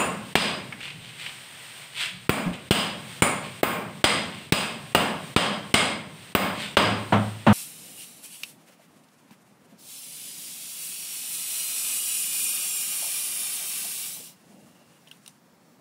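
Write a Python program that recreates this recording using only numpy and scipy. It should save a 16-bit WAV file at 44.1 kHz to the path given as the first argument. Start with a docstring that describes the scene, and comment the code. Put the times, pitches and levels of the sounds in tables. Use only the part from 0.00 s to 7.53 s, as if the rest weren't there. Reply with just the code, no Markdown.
"""A hammer drives a steel chisel into concrete in a bare, echoing room, over faint hiss and rumble.
We start in the ring of one blow and soon hear another: noise cracks, decaying modes and room echo.
In the pause, noise grains scrape, short ticks skid and low modes bump; then blows follow steadily.
Near the end three dull thumps of filtered noise and wall modes come through the building.
A limiter ducks at the loud blows, so the room swells up behind each sharp crack."""
import sys
import numpy as np
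from scipy import signal
from scipy.fft import rfft, irfft
from scipy.io import wavfile
from scipy.ndimage import uniform_filter1d, minimum_filter1d

SR = 44100
rng = np.random.default_rng(int(sys.argv[2]) if len(sys.argv) > 2 else 0)


def store_pcm(level_fs):
    """Save levels as 16-bit WAV."""
    pcm = np.round(np.clip(level_fs, -1, 1) * 32767).astype(np.int16)
    wavfile.write(sys.argv[1], SR, np.atleast_2d(pcm).T)


N = 332054  # samples in the scene
AGE = np.arange(SR) / SR  # seconds since an impact


def amp(db):
    """Turns decibels into a plain gain."""
    return 10 ** (np.asarray(db) / 20)


def unit(x):
    """Scales a signal to an average (rms) strength of 1."""
    return x / np.sqrt(np.mean(x ** 2) + 1e-20)


def read(points, hz):
    """Joins (Hz, value) points with straight lines on a log-frequency axis."""
    point_hz, value = np.transpose(points)
    return np.interp(np.log(hz + 1), np.log(point_hz + 1), value)


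def add(mix, start_s, sound):
    """Mixes a sound in at a start time; a negative time cuts off its beginning."""
    start = round(start_s * SR)
    sound = sound[max(-start, 0):]
    part = mix[max(start, 0):][:len(sound)]
    part += sound[:len(part)]


def colour(x, points, size=4096):
    """Filters with the given spectrum, without sounding early; white noise keeps its power."""
    hz = abs(np.fft.fftfreq(size, 1 / SR))
    gain = unit(amp(read(points, hz)))
    # minimum phase: the filter answers as early as it can
    response = np.exp(signal.hilbert(np.log(gain + 1e-6)).conj())
    taps = np.fft.ifft(response).real
    return signal.oaconvolve(x, taps[:size // 2])[:len(x)]


def burst(fade_s):
    """Noise that dies away from the moment of impact."""
    return rng.standard_normal(SR) * np.exp(-AGE / fade_s)


def push(width_s):
    """One swing of pressure and its slower return."""
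    u = AGE / width_s
    return u * (u - 2) * np.exp(-u)


def bell(hz, centre_hz, half_width_hz):
    """A resonant hump of height 1."""
    return 1 / (1 + ((hz - centre_hz) / half_width_hz) ** 2)


def ring(modes, waver=.5, size=900):
    """Half a second of decaying modes; reflections make each one waver in strength and phase."""
    t = AGE[:SR // 2]
    out = np.zeros(len(t))
    for pitch_hz, level_db, t60_s in modes:
        wander = rng.standard_normal((2, len(t)))
        a, b = (unit(uniform_filter1d(v, size=size)) for v in wander)
        turn = 2 * np.pi * pitch_hz * t
        wave = (1 + waver * a) * np.sin(turn) + waver * b * np.cos(turn)
        out += amp(level_db - 60 * t / t60_s) * wave
    return np.pad(out / np.sqrt(1 + 2 * waver ** 2), (0, SR - len(t)))


# how fast the room's echo dies at each pitch: pitch_hz, t60_s (time to fall by 60 dB)
ROOM_DECAY = [(80, 0.9), (200, 0.56), (500, 0.52), (1200, 0.49), (3000, 0.45), (8000, 0.39), (15000, 0.31)]


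def room_tail():
    """Dense reflections from bare walls, each band dying at its own speed."""
    hz, t, bands = signal.stft(rng.standard_normal(SR), SR, nperseg=256)
    fading = bands * amp(-60 * t / read(ROOM_DECAY, hz)[:, None])
    tail = signal.istft(fading, SR, nperseg=256)[1][:SR]
    return tail * (1 - np.exp(-AGE / 0.0041))


# steady hiss of the background: pitch_hz, level_db (per Hz, relative)
HISS_TONE = [(30, -32), (70, -27), (140, -30), (300, -11), (640, -5), (1400, -2.5), (2000, 1), (3300, 1.5),
             (4800, -7), (6500, -13), (7700, -9), (8600, 0), (10000, -14.5), (12300, -17.5), (15400, -14)]


def background(hiss_db=-46.5, drift_db=2.4, rumble_db=-56, shake_db=-40, shake_fade_db_per_s=18):
    """Slightly drifting hiss over the low rumble of the building, which each blow stirs up."""
    t = np.arange(N) / SR
    drift = np.zeros(N)
    for drift_hz in np.geomspace(.5, 7, 20):
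        drift += np.sin(2 * np.pi * (drift_hz * t + rng.random())) / np.sqrt(drift_hz)
    hiss = amp(hiss_db + drift_db * unit(drift)) * colour(rng.standard_normal(N), HISS_TONE)
    rumble = colour(rng.standard_normal(N), [
        (40, -81), (90, -8.5), (140, 3.5), (210, -6.5),
        (320, -11.5), (900, -17.5), (2500, -33), (8000, -71)])
    shakes = [(t >= s) * amp(shake_db - shake_fade_db_per_s * abs(t - s)) for s, *_ in BLOWS]
    return hiss + np.hypot(amp(rumble_db), np.max(shakes, axis=0)) * rumble


def contact_crack(crack_db, bite_db, contact_db=19, snap_db=22):
    """The head snaps against the chisel, concrete crunches under its tip, and a deep bite knocks."""
    contact = amp(contact_db) * burst(0.0011) * (1 - np.exp(-AGE / 0.0018))
    add(contact, .0008, amp(snap_db) * push(.00004))
    crack = colour(amp(crack_db) * contact, [
        (40, -21.0), (150, 11.5), (800, 9), (3000, -9),
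        (6000, -18.5), (8500, -41.0), (11500, -54), (15000, -15.0)])
    knock_hz, knock_fade_s, knock_delay_s = 429, .003, 0.0016
    concrete = np.sin(2 * np.pi * knock_hz * AGE) * np.exp(-AGE / knock_fade_s)
    add(crack, knock_delay_s, amp(-7.5 + 0.83 * bite_db) * concrete)
    return crack


# tone of the echo of a blow on chisel and concrete: pitch_hz, level_db (per Hz, relative)
STRIKE_TONE = [(45, -71), (80, -13.5), (135, -9.5), (205, 2.5), (320, -6), (620, -3), (1250, -4.5),
               (1850, -9), (3100, -10), (4450, -20), (5750, -29), (7250, -29), (8450, -20), (9450, -29.5),
               (10300, -33), (12400, -37.5), (15200, -29.5)]
# masonry modes rung by every blow: pitch_hz, level_db (relative), t60_s
MASONRY_MODES = [(589, -22, 0.51), (819, -28, 0.23), (1073, -24, 0.6), (1170, -21.5, 0.42),
                 (1238, -20.5, 0.36), (2125, -26.5, 0.46), (2220, -31, 0.3), (2830, -22, 0.23),
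                 (3245, -29.5, 0.49), (712, -29, 0.43), (942, -28, 0.48), (1400, -34, 0.41),
                 (1647, -29, 0.52), (2500, -36, 0.51), (2750, -27, 0.36)]
# rough modes of the chisel tip, which follow the sizzle: pitch_hz, level_db (relative), t60_s
TIP_MODES = [(8070, -34, 0.34), (7950, -64, 0.5), (9100, -37.5, 0.37)]


def blow_echoes(early_db=1.0, room_db=-11.0):
    """Nearby wall and floor reflect first, then the room; masonry and chisel tip ring along."""
    reflections = amp(early_db) * burst(0.0087) + amp(room_db) * room_tail()
    echoes = colour(reflections, STRIKE_TONE)
    echoes += ring(MASONRY_MODES, waver=1.0)
    return echoes + ring(TIP_MODES, waver=1.5, size=200)


# a chisel that bites hard concrete sounds brighter: pitch_hz, gain_db (per dB of bite)
BITE_TONE = [(1200, 0), (2500, .5), (4000, 1), (8500, 0.6), (14000, 0)]


def seat(x, bite_db, free_db, fizz_db, clang_hz):
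    """The seat of the chisel colours a blow: bite brightens it, a loose grip lets it clang and sizzle."""
    hz = np.fft.rfftfreq(2 * SR, 1 / SR)
    shape_db = bite_db * read(BITE_TONE, hz)
    fizz_hz = 11800  # the top fizz sets in around here
    shape_db += fizz_db * (1 - 1 / (1 + (hz / fizz_hz) ** 8))
    shape_db += (4.7 + 0.3 * free_db) * bell(hz, clang_hz, 130)
    shape_db += (4.23 + 0.56 * free_db) * bell(hz, 8800, 2130)  # sizzle
    return irfft(rfft(x, 2 * SR) * amp(shape_db))[:SR]


# lowest mode of the steel chisel, damped by the fist: pitch_hz, level_db (relative), t60_s
CHISEL_LOW_MODE = [(4926, -24, 0.41)]
# higher modes of the same chisel: pitch_hz, level_db (relative), t60_s
CHISEL_HIGH_MODES = [(7095, -38, 0.33), (9450, -36, 0.29)]


def chisel_ring(bite_db, free_db):
    """The steel rings: its lowest mode grows with the bite, its higher ones with a loose hold."""
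    low = amp(-2.5 + 1.15 * bite_db) * ring(CHISEL_LOW_MODE, waver=4.2, size=300)
    high = amp(5.8 + free_db) * ring(CHISEL_HIGH_MODES, waver=2.7, size=600)
    return low + high


# hammer blows: start_s, force_db, crack_db (contact), push_db (low push of the overloaded microphone),
# bite_db (into the concrete), free_db (free ring of the steel), fizz_db (top fizz), clang_hz;
# all levels are relative
BLOWS = [ (-.06, 4, 0, 0, -5, 14.5, 9, 2660), (.3543, 3, 1.5, -1, 11.5, -1, 7, 2400),
         (2.2938, 0.5, 3, 3, -0.5, 5, 12.5, 2370), (2.709, 3, -6, 6.5, 9, 3.5, 15, 2930),
         (3.2214, -0.5, -8.5, -2.5, -2.5, 17, 8, 2240), (3.6314, 3.5, 0, -38, -3, 1, 19, 2370),
         (4.0415, 3.5, 0.5, 0.5, 10, 4, 5, 2040), (4.523, 1, 3, 4, 9, 6, 14, 2580),
         (4.9485, 4.5, -4, -16.5, 1, -0.5, 8, 2870), (5.3632, 4.5, -4.5, 1.5, 5.5, -1.5, 0, 3100),
         (5.7409, 3.5, -1.5, -4.5, 8.5, 7, 3, 2150), (6.3507, 5, 0, -2, 0.5, -4, 16.5, 2260),
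         (6.7692, 7.5, -19, -11.5, 3.5, -10, -1, 2930)]


def hammer(push_base_db=14):
    """Each blow: a crack of steel, wall, floor and room echo, ringing, the overloaded microphone's push."""
    out = np.zeros(N)
    high_pass = signal.butter(3, 70, "high", fs=SR, output="sos")
    shove = signal.sosfilt(high_pass, push(0.00081))
    for start_s, force_db, crack_db, push_db, bite_db, free_db, fizz_db, clang_hz in BLOWS:
        knock = contact_crack(crack_db, bite_db) + blow_echoes()
        knock = seat(knock, bite_db, free_db, fizz_db, clang_hz)
        low_push = amp(push_base_db + push_db) * shove
        add(out, start_s, amp(force_db) * (knock + chisel_ring(bite_db, free_db) + low_push))
    return out


# the chisel tip chatters over the concrete: start_s, length_s, level_db (relative), pitch_hz
SKIDS = [(0.724, .01, -29, 2230), (0.806, .11, -32, 2800), (1.263, .01, -27.5, 2930),
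         (1.294, .01, -34, 2900)]


def skids(chatter_s=.0242, room_db=-15, side_hz=520):
    """The skidding tip ticks against the stone, one short noise burst every chatter_s seconds."""
    out = np.zeros(N)
    for start_s, length_s, level_db, hz in SKIDS:
        stone = [(hz / 8, -22), (hz / 2, -13), (hz - side_hz, -4), (hz, 0),
                 (hz + side_hz, -8), (2 * hz, -25), (5 * hz, -42)]
        for delay_s in np.arange(0, length_s, chatter_s):
            tick = burst(0.0076) + amp(room_db) * room_tail()
            add(out, start_s + delay_s, amp(level_db) * colour(tick, stone))
    return out


# gritty scrapes: middle_s, half_length_s, level_db (relative)
SCRAPES = [(0.85, 0.067, -42), (1.07, 0.086, -47), (1.226, 0.046, -39.5), (2.02, 0.055, -29),
           (2.545, 0.016, -39.5), (3.45, 0.031, -40), (4.366, 0.096, -44), (6.618, 0.054, -32.5)]
# tone of the crunching grit: pitch_hz, level_db (per Hz, relative)
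GRIT_TONE = [(210, -18), (720, -11), (1350, -4), (2150, 4.5), (3150, 7), (4250, 0.5), (5600, -12),
             (6800, -13), (8450, -4), (10600, -21), (15100, -21)]


def scrapes(grains_per_s=5500, room_db=-3.0, slip_db=1.5):
    """Sand grains crunch under the sliding steel: random clicks swell and fade with the pressure."""
    t = np.arange(N) / SR
    pressure = sum(amp(db) * np.exp(-((t - middle) / half) ** 2) for middle, half, db in SCRAPES)
    # the tip sticks and slips
    slip = unit(uniform_filter1d(rng.standard_normal(N), size=350))
    pressure = pressure * amp(slip_db * slip)
    grains = rng.standard_normal(N) * (rng.random(N) < grains_per_s / SR)
    crunch = pressure * unit(grains)
    room = signal.oaconvolve(crunch, unit(room_tail()) / np.sqrt(SR))[:N]
    return colour(crunch + amp(room_db) * room, GRIT_TONE)


# soft low bumps: start_s, level_db (of each mode, relative), base_hz (between the two modes), t60_s
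BUMPS = [(0.944, -38, 146.8, 0.52), (2.11, -42.5, 166.6, 0.78), (2.455, -9, 222, 0.2)]


def bumps():
    """Soft bumps each ring a close pair of low modes."""
    out = np.zeros(N)
    for start_s, level_db, base_hz, t60_s in BUMPS:
        pair = [(base_hz * 0.79, level_db, t60_s), (base_hz * 1.1, level_db, t60_s)]
        add(out, start_s, ring(pair, waver=0.73) * (1 - np.exp(-AGE / 0.018)))
    return out


# dull thumps through the building: start_s, knock_db (noise part), boom_db (wall part), relative
THUMPS = [(6.806, -45, 5.5), (7.122, -13, 5.5), (7.465, -10.5, 11)]
# tone of the noise part: pitch_hz, level_db (per Hz, relative)
THUMP_TONE = [(50, -37), (100, 10.5), (220, 21.5), (340, 8.5), (650, 14.5), (1300, 9.5), (2000, 1.5),
              (3200, -1.5), (5000, -21.5), (8500, -25), (12000, -34)]
# booming modes of the wall: pitch_hz, level_db (relative), t60_s
WALL_MODES = [(106.7, -19.5, 0.63), (206.7, -12.5, 0.3)]


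def thumps(room_db=-6.5):
    """Heavy blows elsewhere make a dull burst of noise and set the wall booming."""
    out = np.zeros(N)
    for start_s, knock_db, boom_db in THUMPS:
        noise = burst(0.04) + amp(room_db) * room_tail()
        knock = colour(noise, THUMP_TONE) * (1 - np.exp(-AGE / 0.002))
        boom = ring(WALL_MODES, waver=0.12) * (1 - np.exp(-AGE / 0.035))
        add(out, start_s, amp(knock_db) * knock + amp(boom_db) * boom)
    return out


def scene():
    """All sources at the one microphone."""
    return (background() + hammer() + skids() + scrapes() + bumps() + thumps())[None]


def record(dry, limit_db=-9.0, recover_s=0.11, fade_db_per_s=1200, ceiling=2.7,
           start_duck_db=10.0, edge_hz=15600):
    """A limiter fades down just before loud sound and recovers slowly; soft overload; treble cut."""
    x, t = dry[0], np.arange(N) / SR
    level_db = 10 * np.log10(abs(uniform_filter1d(x ** 2, size=130)) + 1e-12)
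    over_db = np.maximum(level_db - limit_db, 1e-4)
    over_db[0] = max(start_duck_db, 1)  # the first blow has just ducked the gain
    # after each peak the ducking dies away exponentially
    duck_db = np.exp(np.maximum.accumulate(np.log(over_db) + t / recover_s) - t / recover_s)
    # looking ahead (backwards in time), it ramps down before each peak
    fade = t * fade_db_per_s
    duck_db = np.maximum.accumulate(duck_db[::-1] + fade)[::-1] - fade[::-1]
    gain = uniform_filter1d(minimum_filter1d(amp(-duck_db), size=560), size=130)
    y = ceiling * np.tanh(x * gain / ceiling)
    low_pass = signal.firwin(401, edge_hz, window=("kaiser", 8), fs=SR)
    return signal.oaconvolve(y, low_pass, "same")[None]


dry = scene()
out = record(dry)
store_pcm(out)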